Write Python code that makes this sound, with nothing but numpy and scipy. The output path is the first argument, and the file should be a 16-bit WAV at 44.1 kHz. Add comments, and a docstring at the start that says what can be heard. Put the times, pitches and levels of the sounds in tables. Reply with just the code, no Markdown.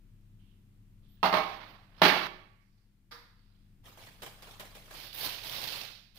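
"""Roasting pan and foil

A hard kitchen that rings for half a second, heard on a close pair of microphones. A foil-lined steel pan
is carried to the counter: one edge lands, then the base, which chatters to rest. After a light tap a
little way off, fingers pick at the aluminium foil and peel it back, its creases flipping in a dense
crinkle. An appliance hums behind it all, and a very thin whine glides by once."""
import sys
import numpy as np
from scipy import signal
from scipy.fft import rfft, irfft, next_fast_len
from scipy.io import wavfile
from scipy.ndimage import uniform_filter1d, map_coordinates

SR = 44100
rng = np.random.default_rng(int(sys.argv[2]) if len(sys.argv) > 2 else 0)


def output_pcm(signal):
    """Save a mono or channel-first signal as 16-bit PCM at the path in sys.argv[1].

    Samples are clipped to [-1, 1] before scaling.
    """
    pcm = np.clip(np.atleast_2d(signal).T, -1, 1) * 32767
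    wavfile.write(sys.argv[1], SR, np.round(pcm).astype(np.int16))


N = 272538

# Spectra of the pan's crowd of weaker modes and of flexing foil. Each row: frequency in Hz, level in dB.
STEEL_SPECTRUM = [(45, -26), (130, -11.5), (175, -1), (235, -7.5), (315, -2), (490, -5), (640, -1.5),
                  (1080, -1), (1450, -5), (4400, -10), (5800, -22.5), (7500, -40), (11000, -32),
                  (15500, -26.5)]
FLEX_SPECTRUM = [(80, -8.5), (135, 1), (220, -7), (700, -1.5), (1120, -2), (1400, -5), (3500, -4),
                 (7400, -15.5), (15500, -13.5)]
# Where pan and foil sit between the microphones. Each row: frequency in Hz, left over right in dB.
PAN_BALANCE = [(250, -0.5), (640, -3.5), (1400, -9.5), (3100, -17), (5500, -13.5), (8500, 6),
               (14000, -15.5)]
FLEX_BALANCE = [(180, 13), (550, -1.5), (1650, -4), (5000, -6), (8000, 2.5), (15000, -7)]
# How alike the two microphones hear the room. 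Each row: frequency in Hz, correlation.
MIC_LIKENESS = [(100, 0.8), (250, 0.84), (500, 0.77), (1000, 0.21), (2500, 0.002)]
# The hands pull the foil back. Each row: start and length in seconds, then level, its change over
# the length and relative sizzle, all in dB.
FOIL_PULLS = [(4.933, 0.12, -52, 2, -4.5), (5.126, 0.13, -53, 16, -1.5), (5.325, 0.09, -50.5, -1.5, -17),
              (5.42, 0.17, -47, 4.5, -4), (5.601, 0.17, -42.5, -1.5, -4), (5.796, 0.042, -46, -1.5, -9),
              (6.14, 0.045, -67.5, 12, -3)]
PULL_ATTACK_S, RUB_RELEASE_DB_PER_S = 0.019, 109.5


def amp(db):
    """Decibels to amplitude."""
    return 10 ** (np.asarray(db) / 20)


def unit(x):
    """Scale to an rms of 1."""
    return x / np.sqrt(np.mean(x ** 2) + 1e-20)


def along(points, hz):
    """Read between (Hz, value) points on a log axis."""
    freqs, values = np.transpose(points)
    return np.interp(np.log(hz + 1), np.log(freqs + 1), values)


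def wobble(rate):
    """A smooth random curve, rate knots a second."""
    return map_coordinates(rng.standard_normal(int(N * rate / SR) + 4), [np.arange(N) * rate / SR])


def add(track, s, sound):
    """Mix a sound into the stereo track at s seconds."""
    part = track[:, round(s * SR):][:, :sound.shape[1]]
    part += sound[:, :part.shape[1]]


def colour(x, points, size=8192):
    """Causal filter with the gain of the (Hz, dB) points."""
    cepstrum = irfft(np.log(amp(along(points, np.fft.rfftfreq(size, 1 / SR)))))
    cepstrum[1:size // 2] *= 2
    cepstrum[size // 2 + 1:] = 0
    kernel = irfft(np.exp(rfft(cepstrum)))
    return signal.oaconvolve(x, kernel[None], axes=1)[:, :x.shape[1]]


def diffuse(n):
    """Stereo noise as two close microphones hear it: alike in the bass, unrelated in the treble."""
    m = next_fast_len(n)
    turn = np.arccos(np.clip(along(MIC_LIKENESS, np.fft.rfftfreq(m, 1 / SR)), -1, 1)) / 2
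    mid, side = irfft(rfft(rng.standard_normal((2, m))) * [np.cos(turn), np.sin(turn)], m)[:, :n]
    return np.array([mid + side, mid - side])


def place(x, balance):
    """Share each frequency between the microphones by its left-over-right dB."""
    m = next_fast_len(N + SR // 10)
    ratio = amp(along(balance, np.fft.rfftfreq(m, 1 / SR)))
    gains = np.array([ratio, np.ones_like(ratio)]) * np.sqrt(2 / (1 + ratio ** 2))
    return irfft(rfft(x, m) * gains, m)[:, :N]


def burst(spectrum, t60):
    """Countless close modes struck at once: coloured noise that falls 60 dB in t60 seconds."""
    t = np.arange(int(SR * (t60 + .02))) / SR
    return unit(colour(diffuse(len(t)), spectrum)) * amp(-60 * t / t60)


def crackle(rate, t60, patchy_db, spread_db=0, size=256):
    """Tiny random clicks, rate a second, each with its own pitches; spread_db makes a few stand out."""
    chance, strength = rng.random(N), np.minimum(rng.exponential(size=N), 4)
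    clicks = (chance < rate / SR) * amp(spread_db * strength)
    energy = signal.lfilter([1], [1, -amp(-120 / (t60 * SR))], clicks ** 2)
    spectra = signal.stft(diffuse(N), nperseg=size)[2]
    patches = uniform_filter1d(rng.standard_normal(spectra.shape[1:]), size=2, axis=0)
    patches = unit(uniform_filter1d(patches, size=5, axis=1))
    ringing = signal.istft(spectra * amp(patchy_db * patches), nperseg=size)[1][:, :N]
    return unit(np.sqrt(energy) * ringing)


def strokes(rows, attack_s, release_db_per_s):
    """Gain of (start s, length s, dB, change dB) movements: each rises, swells or sags, then dies."""
    power = np.zeros(N)
    for s, length, db, change_db, *_ in rows:
        t = np.arange(N) / SR - s
        held_db = db + change_db * np.clip(t / length, 0, 1)
        fallen_db = release_db_per_s * np.maximum(t - length, 0)
        power += (np.clip(t / attack_s, 0, 1) * amp(held_db - fallen_db)) ** 2
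    return np.sqrt(power)


def pan():
    """Each contact rings the steel: an edge clanks, a flat landing thuds more and is brighter."""
    # Each row: time in seconds, level in dB, flatness from 0 (on an edge) to 1 (on the whole base).
    landings = [(1.2294, -20.5, 0.02), (1.2389, -25, 0.13), (1.2548, -23.5, 0.51), (1.3259, -25, 0.17),
                (1.339, -23, 0.29), (1.3688, -24.5, 0.098), (2.0175, -16, 0.5), (2.033, -21.5, 1),
                (2.051, -20.5, 1), (2.081, -26.5, 0.82)]
    out = np.zeros((2, N))
    for s, db, flat in landings:
        thud_db, clank_db = -8.5 * (1 - flat), 1.5 * (1 - flat)
        bright_db = -7 + 11.5 * flat
        tone = [(450, thud_db), (700, 0), (1150, clank_db), (1700, bright_db)]
        add(out, s, amp(db + 1.5) * colour(burst(STEEL_SPECTRUM, t60=0.19), tone))
        add(out, s, amp(db - 0.76) * pan_ring(flat))
    return place(kitchen(out, wet_db=-7.5), PAN_BALANCE)


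def pan_ring(flat, scatter_db=1.5, beat_hz=13, beat_depth=0.63):
    """The pan's strongest modes, with new strengths each blow; each is a close pair that beats."""
    # Each row: frequency in Hz, level in dB on an edge, level in dB on the base, t60 in seconds.
    steel_modes = [(185.6, -15, -8.5, .17), (301, -21.5, -11, 0.21), (363, -27, -14, 0.27),
                   (437.5, -26, -14.5, .3), (626.6, -6.5, -12.5, 0.23), (784, -7, -15.5, 0.31),
                   (850, -18, -15, 0.28), (901, -13, -28, .62), (1088, -7, -14, 0.33),
                   (1133, -28.5, -16.5, .72), (1230, -10.5, -18, .22), (1265, -7.5, -18, 0.18),
                   (1610, -24, -17, .36), (1760, -21, -12, .32), (2070, -17, -14, .33),
                   (2250, -20, -12, 0.41), (2702, -14, -24, .2), (2890, -26, -14, .35),
                   (4220, -16, -14, .13)]
    t = np.arange(SR * 3 // 4) / SR
    hz, edge_db, base_db, t60 = np.transpose(steel_modes)
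    gain = amp(edge_db + flat * (base_db - edge_db) + scatter_db * rng.standard_normal((2, len(hz))))
    phase = 2 * np.pi * rng.random(len(hz))
    mic_shift = np.outer([1, -1], rng.standard_normal(len(hz)) * (1 - along(MIC_LIKENESS, hz)))
    pace, start = rng.random((2, len(hz), 1))
    beats = 1 + beat_depth * np.cos(2 * np.pi * (beat_hz * (.5 + pace) * t + start))
    waves = beats * np.exp(np.outer(2j * np.pi * hz - np.log(1000) / t60, t))
    attack = 1 - np.exp(-t / 0.00066)
    return ((gain * np.exp(1j * (phase + mic_shift))) @ waves).imag * attack


def chatter():
    """Rapid small contacts buzz in the steel, close by, and stop at once when the pan settles."""
    # Judder on the edge, slide, chatter on the base.
    # Each row: start and length in seconds, level and its change in dB.
    rattles = [(1.35, 0.62, -33, -38), (1.93, 0.1, -66, 10.5), (2.07, 0.2, -22.5, -14.5)]
    steel = colour(crackle(rate=550, t60=0.13, patchy_db=2), STEEL_SPECTRUM)
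    buzz = unit(colour(steel, [(400, -3), (2000, 5), (4500, 2), (12000, 0.5)]))
    out = strokes(rattles, attack_s=0.016, release_db_per_s=2500.5) * buzz
    return place(kitchen(out, wet_db=-21.5), PAN_BALANCE)


def peeling():
    """Each pull flips a mass of small creases; the finest sizzle briefly, larger ones go on settling."""
    # The bright crinkle. Each row: frequency in Hz, level in dB.
    spectrum = [(700, -30), (1400, -11), (3100, 0), (4400, 1), (5600, -7), (7600, -26.5), (13500, -11),
                (15500, -12)]
    # Each row: frequency in Hz, left over right in dB.
    balance = [(1000, -23), (4000, -23), (5500, -14), (7500, 2), (9500, 7), (15000, -19)]
    # Single creases spring open as the sheet lifts. Each row: time in seconds, level in dB.
    creases = [(5.1294, -24), (5.141, -29), (5.152, -33), (5.1847, -34), (5.2123, -30), (5.352, -22),
               (5.5583, -23), (5.6245, -23), (5.6765, -16), (5.7225, -19), (5.761, -22), (5.815, -23)]
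    grains = unit(colour(crackle(rate=1700, t60=0.025, patchy_db=2.5, spread_db=2.5), spectrum))
    finest = colour(grains, [(6500, -37), (9000, 3)])
    coarse = colour(grains, [(7500, 1), (10000, -24)])
    crinkle = strokes(FOIL_PULLS, PULL_ATTACK_S, release_db_per_s=103)
    sizzle_rows = [(s, length, db + sizzle_db + change_db / 2, change_db / 2)
                   for s, length, db, change_db, sizzle_db in FOIL_PULLS]
    sizzle = strokes(sizzle_rows, PULL_ATTACK_S, release_db_per_s=172)
    out = amp(1.5) * crinkle * coarse + amp(6.5) * sizzle * finest
    for s, db in creases:
        add(out, s, amp(db - 16.5) * burst(spectrum, t60=0.027))
    return place(kitchen(out, wet_db=-6.5), balance)


def bending():
    """Each pull bends the whole sheet, which crumples dully under the bright crinkle."""
    pull = strokes(FOIL_PULLS, PULL_ATTACK_S, release_db_per_s=151)
    folds = unit(colour(crackle(rate=1300, t60=0.016, patchy_db=1.5), FLEX_SPECTRUM))
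    return place(kitchen(amp(-2) * pull * folds, wet_db=-7.5), FLEX_BALANCE)


def fingers():
    """Pinched foil buckles in dull snaps over a soft crumpling, knocking the pan hollowly."""
    # The foil's edge is pinched up. Each row: start and length in seconds, level and its change in dB.
    pinches = [(3.845, 0.043, -57, 0.5), (3.972, 0.095, -59.5, 5), (4.215, 0.055, -49, -2),
               (4.42, 0.094, -55.5, 1.5), (4.595, 0.053, -57, 1.5), (4.74, 0.038, -51, -4.5),
               (4.9, 0.032, -51.5, -2)]
    # Single folds buckle. Each row: time in seconds, snap level in dB, knock level in dB.
    snaps = [(3.9733, -55, -51), (4.2206, -35, -62), (4.232, -36.5, -43.5), (4.262, -39, -46.5),
             (4.423, -40, -56), (4.597, -32, -58), (4.605, -40, -53), (4.751, -44, -55), (4.91, -45, -51),
             (4.939, -50, -45.5)]
    # The lined pan under a fingertip. Each row: frequency in Hz, level in dB.
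    knock_spectrum = [(150, -12), (330, 0), (1050, 3.5), (2000, -15.5)]
    grip = (3.83, 1.13, -66, 7)  # the held foil crackles on between pinches
    pressure = strokes(pinches + [grip], attack_s=0.013, release_db_per_s=195)
    folds = unit(colour(crackle(rate=1100, t60=0.073, patchy_db=4), FLEX_SPECTRUM))
    out = amp(2) * pressure * folds
    for s, db, knock_db in snaps:
        add(out, s, amp(db - 7) * burst(FLEX_SPECTRUM, t60=0.094))
        add(out, s, amp(knock_db) * burst(knock_spectrum, t60=0.089))
    return place(kitchen(out, wet_db=-9), FLEX_BALANCE)


def tap():
    """Something light is put down a little way off, mostly heard through the room, and rings faintly."""
    # Each row: time in seconds, level in dB.
    contacts = [(2.78, -72.5), (3.1111, -51.5), (3.1151, -45.5), (3.1219, -43.5)]
    # Each row: frequency in Hz, level in dB.
    contact_spectrum = [(200, -11), (470, -8.5), (650, -8), (1100, -4.5), (1800, 0.5), (2700, -14.5),
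                        (4500, -3), (7500, -28.5), (14000, -21)]
    # The last contact rings on. Each row: frequency in Hz, level in dB, t60 in seconds.
    modes = [(474, -13, 0.39), (1032, -21.5, 0.54)]
    out, t = np.zeros((2, N)), np.arange(SR // 2) / SR
    for s, db in contacts:
        add(out, s, amp(db) * burst(contact_spectrum, t60=0.046))
    out = kitchen(out, wet_db=4)
    last_s, last_db = contacts[-1]
    ring = sum(amp(db - 60 * t / t60) * np.sin(2 * np.pi * hz * t) for hz, db, t60 in modes)
    add(out, last_s, amp(last_db + 1.5) * ring[None])
    return place(out, FLEX_BALANCE)


def brushing():
    """Faint brushes as the pan is carried, as it slides just before landing, and as the hands return."""
    # Each row: start and length in seconds, level and its change in dB.
    brushes = [(1.025, .2, -83.5, -3.5), (1.96, .05, -63, 4.5), (3.35, 0.27, -75.5, -10.5)]
    # Each row: frequency in Hz, level in dB.
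    spectrum = [(400, -5.5), (900, 1.5), (3300, 3.5), (5000, 4), (6500, -20.5)]
    touch = strokes(brushes, attack_s=0.0067, release_db_per_s=RUB_RELEASE_DB_PER_S)
    grains = unit(colour(crackle(rate=360, t60=0.011, patchy_db=6.5, spread_db=2.5), spectrum))
    return place(kitchen(touch * grains, wet_db=1), PAN_BALANCE)


def scrape(band_ratio=2.1, attack_s=0.018):
    """Faint, narrow scuffs as the gloved hand carries the pan and lets go of it."""
    # Each row: start and length in seconds, level in dB, band centre in Hz.
    scuffs = [(0.384, 0.13, -77, 3000), (1.02, 0.24, -77, 3380), (2.467, 0.16, -76.5, 2104),
              (2.596, 0.22, -84, 4700)]
    out = np.zeros((2, N))
    for s, length, db, hz in scuffs:
        band = [(hz / band_ratio, -30), (hz, 0), (hz * band_ratio, -30)]
        touch = strokes([(s, length, db, 0)], attack_s, RUB_RELEASE_DB_PER_S)
        out += touch * unit(colour(diffuse(N), band))
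    return place(out, PAN_BALANCE)


def kitchen(x, wet_db, size=256):
    """Add the hard room's answer; each frequency dies at its own speed."""
    # Each row: frequency in Hz, t60 in seconds.
    reverb_times = [(100, 0.73), (500, 0.6), (2000, 0.64), (7000, 0.55), (14000, 0.53)]
    hz, t, spectra = signal.stft(diffuse(SR * 3 // 4), SR, nperseg=size)
    decay = amp(-60 * t / along(reverb_times, hz)[:, None])
    tail = signal.istft(spectra * decay, SR, nperseg=size)[1]
    tail *= 1 - np.exp(-np.arange(tail.shape[1]) / SR / 0.0025)
    return x + amp(wet_db) * signal.fftconvolve(x, tail / np.linalg.norm(tail[0]), axes=1)[:, :N]


def room_tone():
    """Appliance hum, rumble and hiss dip as the recorder turns down after the landing, then return."""
    # The hum's tones and the two noise spectra. Each row: frequency in Hz, level in dB.
    hum_tones = [(33, -62), (102.3, -66.5), (199.2, -71.5)]
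    rumble_spectrum = [(30, -2.5), (60, -14), (110, -0.5), (200, -10.5), (330, -18), (600, -40),
                       (1300, -92.5)]
    hiss_spectrum = [(800, -3.5), (2500, -3.5), (6500, -11.5), (15000, -10)]
    # Each row: time in seconds, gain in dB; the hiss follows about half as far.
    recorder_gain = [(0, 2.5), (2.2, 1.5), (2.6, -4), (3.3, -4), (3.7, 1), (4.8, 1), (6.18, -4)]
    t = np.arange(N) / SR
    gain_db = np.interp(t, *np.transpose(recorder_gain))
    hum = sum(amp(db + 2 + wobble(2.2)) * np.sin(2 * np.pi * hz * t + 0.84 * wobble(9.1))
              for hz, db in hum_tones)
    rumble = amp(-65) * unit(colour(diffuse(N), rumble_spectrum))
    hiss = amp(-78 + 0.52 * gain_db) * unit(colour(diffuse(N), hiss_spectrum))
    return place(amp(gain_db) * (hum + rumble), [(30, 7), (120, 0.5)]) + hiss


def whine(low_hz=11000):
    """A very faint, fuzzy tone arches up past the recorder's range and back, fading at both ends."""
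    # Each row: start and length in seconds, top pitch in Hz, level in dB, pitch jitter in Hz.
    glides = [(1.08, 0.68, 20000, -71, 320)]
    out = np.zeros((2, N))
    for s, length, top_hz, db, fuzz_hz in glides:
        arch = np.sin(np.linspace(0, np.pi, int(length * SR))).clip(0) ** 0.7
        hz = low_hz + (top_hz - low_hz) * arch + fuzz_hz * wobble(2500)[:len(arch)]
        add(out, s, amp(db) * np.sqrt(2 * arch) * np.sin(2 * np.pi * np.cumsum(hz) / SR)[None])
    return out


def scene():
    """The counter and the room behind it."""
    counter = pan() + chatter() + tap() + fingers() + bending() + peeling() + brushing() + scrape()
    return counter + room_tone() + whine()


def record(dry, limit_hz=15600):
    """The recorder keeps nothing above its band limit."""
    m = next_fast_len(N + SR // 2)
    hz = np.fft.rfftfreq(m, 1 / SR)
    return irfft(rfft(dry, m) / (1 + (hz / limit_hz) ** 500), m)[:, :N]


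dry = scene()
out = record(dry)
output_pcm(out)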